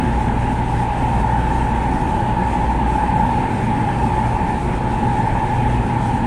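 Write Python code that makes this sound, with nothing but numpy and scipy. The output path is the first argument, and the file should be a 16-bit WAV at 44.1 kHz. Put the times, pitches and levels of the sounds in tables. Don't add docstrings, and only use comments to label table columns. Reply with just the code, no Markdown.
import sys
import numpy as np
from scipy import signal
from scipy.io import wavfile
from scipy.ndimage import uniform_filter1d

SR = 44100
rng = np.random.default_rng(int(sys.argv[2]) if len(sys.argv) > 2 else 0)


def transcribe(signal):
    frames = np.atleast_2d(signal).T
    limited = np.clip(frames, -1, 1)
    pcm = np.round(limited * 32767).astype(np.int16)
    wavfile.write(sys.argv[1], SR, pcm)


N = 276142

# f/Hz, relative level/dB
ROAR_SPECTRUM = [(8, -14), (20, -23), (28, -8), (45, -4.5), (60, -7), (78, -6), (120, -8), (140, -6.5),
                 (200, -6), (232, -8.5), (262, -7), (280, -10.5), (400, -15.5), (650, -17), (1250, -25.5),
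                 (1800, -23.5), (1900, -28.5), (2620, -32), (2800, -35.5), (4700, -51.5)]
ROAR_DB = -22
# t/s, relative level/dB
RUSH_CURVE = [(0, -1), (.8, -0.5), (1.6, 0.1), (2, -1), (2.5, -0.4), (3.3, 0), (3.8, 0.5), (4.3, -0.6),
              (4.9, -0.8), (5.3, 0), (5.7, 0), (6.26, -1.5)]
RUSH_FROM_HZ, RUSH_LIFT_DB = 1000, 2
# f/Hz, width/Hz, level/dB
BODY_MODES = [(46.8, 5.6, -36), (99.1, 8.5, -34.5), (120.7, 31, -37.5), (177.6, 9.5, -38), (251.2, 25, -38)]
# t/s, level/dB
BOOM_CURVE = [(0.0, -41), (0.03, -30.5), (2.65, -36.5), (2.81, -27), (3.01, -47), (3.14, -31), (3.94, -31),
              (3.96, -40), (4.04, -23), (4.27, -38), (4.85, -32), (5.32, -40), (5.37, -32), (6.26, -27.5)]
BOOM_HZ, BOOM_WIDTH_HZ = 231.5, 24

# t/s, level/dB
WHINE_CURVE = [(0, -25), (.4, -24.5), (1, -21.5), (2.2, -23), (3.35, -20), (3.57, -26), (3.75, -22.5),
               (4.45, -21), (4.72, -26), (5.2, -21), (5.65, -24.5), (6.26, -22.5)]
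# multiple of tooth rate, multiple of shaft rate, relative level/dB, width/Hz
WHINE_LINES = [(1, 0, -4, 6.1), (1, -1, -8.5, 8.5), (1, 1, -12.5, 6), (1, -2, -18, 9.3), (1, 2, -18.5, 11),
               (1, -3, -16, 8.7), (1, 3, -20, 14), (2, 0, -29, 3.2), (2, -1, -36, 7.2), (2, 1, -29, 10),
               (2, 2, -30, 5.9), (2, 3, -35, 8.6), (3, 0, -32, 60)]
# f/Hz, width/Hz, relative level/dB
WHINE_BANDS = [(829.8, 93, -0.5), (871.5, 19.3, -5.5), (905, 110, -1), (1162, 52, -23.5), (2490, 220, -34)]
TOOTH_HZ, SHAFT_HZ = 861.3, 36.88

# t/s, level/dB
DRONE_CURVE = [(0.0, -31), (0.09, -19.5), (0.28, -26), (1.9, -23), (2.06, -29.5), (2.91, -22), (3.0, -27),
               (3.07, -22.5), (3.54, -32), (3.61, -45), (3.73, -30), (3.94, -44), (3.99, -25),
               (5.04, -29.5), (5.23, -37), (5.79, -21), (5.86, -43), (6.26, -29)]
DRONE_HZ, DRONE_OCTAVE_DB = 59.3, -34.5
# t/s, level/dB
HUM_CURVE = [(0.0, -27.5), (1.46, -26), (1.51, -44), (1.6, -25), (2.06, -37), (2.3, -25), (2.75, -36.5),
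             (2.81, -28), (4.34, -25), (4.44, -35), (4.93, -27), (4.99, -39), (5.07, -20.5), (5.51, -33),
             (5.58, -21), (6.26, -25.5)]
HUM_HZ, HUM_THIRD_DB = 120.0, -39

# f/Hz, relative level/dB
HISS_SPECTRUM = [(3000, 4.5), (4200, -2.5), (6000, -3), (8200, -2), (8650, 3.5), (9100, -2.5),
                 (10500, -7.5), (13000, -24), (15700, -31)]
# t/s, rise/dB, time from the peak until the rise is down to 1/e /s
HISS_SWELLS = [(.82, 2.5, .06), (1.2, 2.2, .05), (1.57, 2.5, .07), (1.95, 1.5, .1), (3.65, 2, .06),
               (4.055, 3, .06), (4.3, 1.2, .1), (4.6, 1.5, .06), (5.18, 1.5, .06), (5.9, 1.5, .05)]
HISS_DB, HISS_WANDER_RMS_DB = -49, 1.1

TOP_EDGE_HZ = 15760


def gain_of(db):
    return 10 ** (np.asarray(db) / 20)


def evened(x):
    return x / np.sqrt(np.mean(x ** 2) + 1e-20)


def along(curve):
    t, db = np.transpose(curve)
    return np.interp(np.arange(N) / SR, t, db)


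def noise(spectrum, patchy_db, size=2048):
    hz = np.fft.rfftfreq(size, 1 / SR)
    frames = 4 * N // size + 5
    real, imaginary, patches = rng.standard_normal((frames, len(hz), 3)).T
    patches = uniform_filter1d(patches, size=12, axis=0)
    patches = evened(uniform_filter1d(patches, size=8, axis=1))
    f, db = np.transpose(spectrum)
    shape_db = np.interp(np.log(hz + 1), np.log(f + 1), db, left=-90, right=-90)
    spectra = (real + 1j * imaginary) * gain_of(shape_db[:, None] + patchy_db * patches)
    _, sound = signal.istft(spectra, nperseg=size, noverlap=3 * size // 4)
    return evened(sound[:N])


def fuzzy_tone(hz, width, steady=0.):
    pole = np.exp(-np.pi * width / SR)
    lead_in = SR // 4
    wander = rng.standard_normal(N + lead_in) + 1j * rng.standard_normal(N + lead_in)
    for _ in range(2):
        wander = signal.lfilter([1], [1, -pole], wander)
    wander = wander[-N:]
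    wander = wander / np.sqrt(np.mean(abs(wander) ** 2))
    steady = np.clip(steady, 0, 1)
    height = np.sqrt(steady) + np.sqrt(1 - steady) * wander
    carrier = np.exp(2j * np.pi * np.cumsum(hz * np.ones(N)) / SR)
    return evened((height * carrier).real)


def roar():
    low = signal.butter(2, RUSH_FROM_HZ, "low", fs=SR, output="sos")
    high = signal.butter(2, RUSH_FROM_HZ, "high", fs=SR, output="sos")
    rumble = signal.sosfiltfilt(low, noise(ROAR_SPECTRUM, patchy_db=1.02, size=4096))
    rush = signal.sosfiltfilt(high, noise(ROAR_SPECTRUM, patchy_db=1.72, size=2048))
    rush = gain_of(along(RUSH_CURVE) + RUSH_LIFT_DB) * rush
    body = sum(gain_of(db) * fuzzy_tone(hz, width) for hz, width, db in BODY_MODES)
    boom = gain_of(along(BOOM_CURVE)) * fuzzy_tone(BOOM_HZ, BOOM_WIDTH_HZ, steady=.25)
    return gain_of(ROAR_DB) * (rumble + rush) + body + boom


def gears():
    lines = 0
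    for tooth, shaft, db, width in WHINE_LINES:
        hz = tooth * TOOTH_HZ + shaft * SHAFT_HZ
        lines = lines + gain_of(db) * fuzzy_tone(hz, width, steady=0.19 / tooth ** 2)
    bands = sum(gain_of(db) * fuzzy_tone(hz, width) for hz, width, db in WHINE_BANDS)
    return gain_of(along(WHINE_CURVE)) * evened(lines + bands)


def drone():
    tone = fuzzy_tone(DRONE_HZ, 14, steady=.95)
    octave_below = fuzzy_tone(DRONE_HZ / 2, 5, steady=.5)
    return gain_of(along(DRONE_CURVE)) * tone + gain_of(DRONE_OCTAVE_DB) * octave_below


def power_hum():
    tone = fuzzy_tone(HUM_HZ, 14, steady=.88)
    third = fuzzy_tone(3 * HUM_HZ, 16, steady=.05)
    return gain_of(along(HUM_CURVE)) * tone + gain_of(HUM_THIRD_DB) * third


def ventilation():
    t = np.arange(N) / SR
    hiss = noise(HISS_SPECTRUM, patchy_db=1.3, size=1024)
    wander = 0
    for hz in np.geomspace(2, 18, 20):
        wander = wander + np.sin(2 * np.pi * (hz * t + rng.random())) / np.sqrt(hz)
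    wander_db = HISS_WANDER_RMS_DB * evened(wander)
    swell_db = sum(rise * np.exp(-((t - peak) / spread) ** 2) for peak, rise, spread in HISS_SWELLS)
    return gain_of(HISS_DB + swell_db + wander_db) * hiss


def scene():
    return (roar() + gears() + drone() + power_hum() + ventilation())[None]


def record(dry):
    lowpass = signal.firwin(511, TOP_EDGE_HZ, window=("kaiser", 9), fs=SR)
    return signal.oaconvolve(dry, lowpass[None], "same")


dry = scene()
out = record(dry)
transcribe(out)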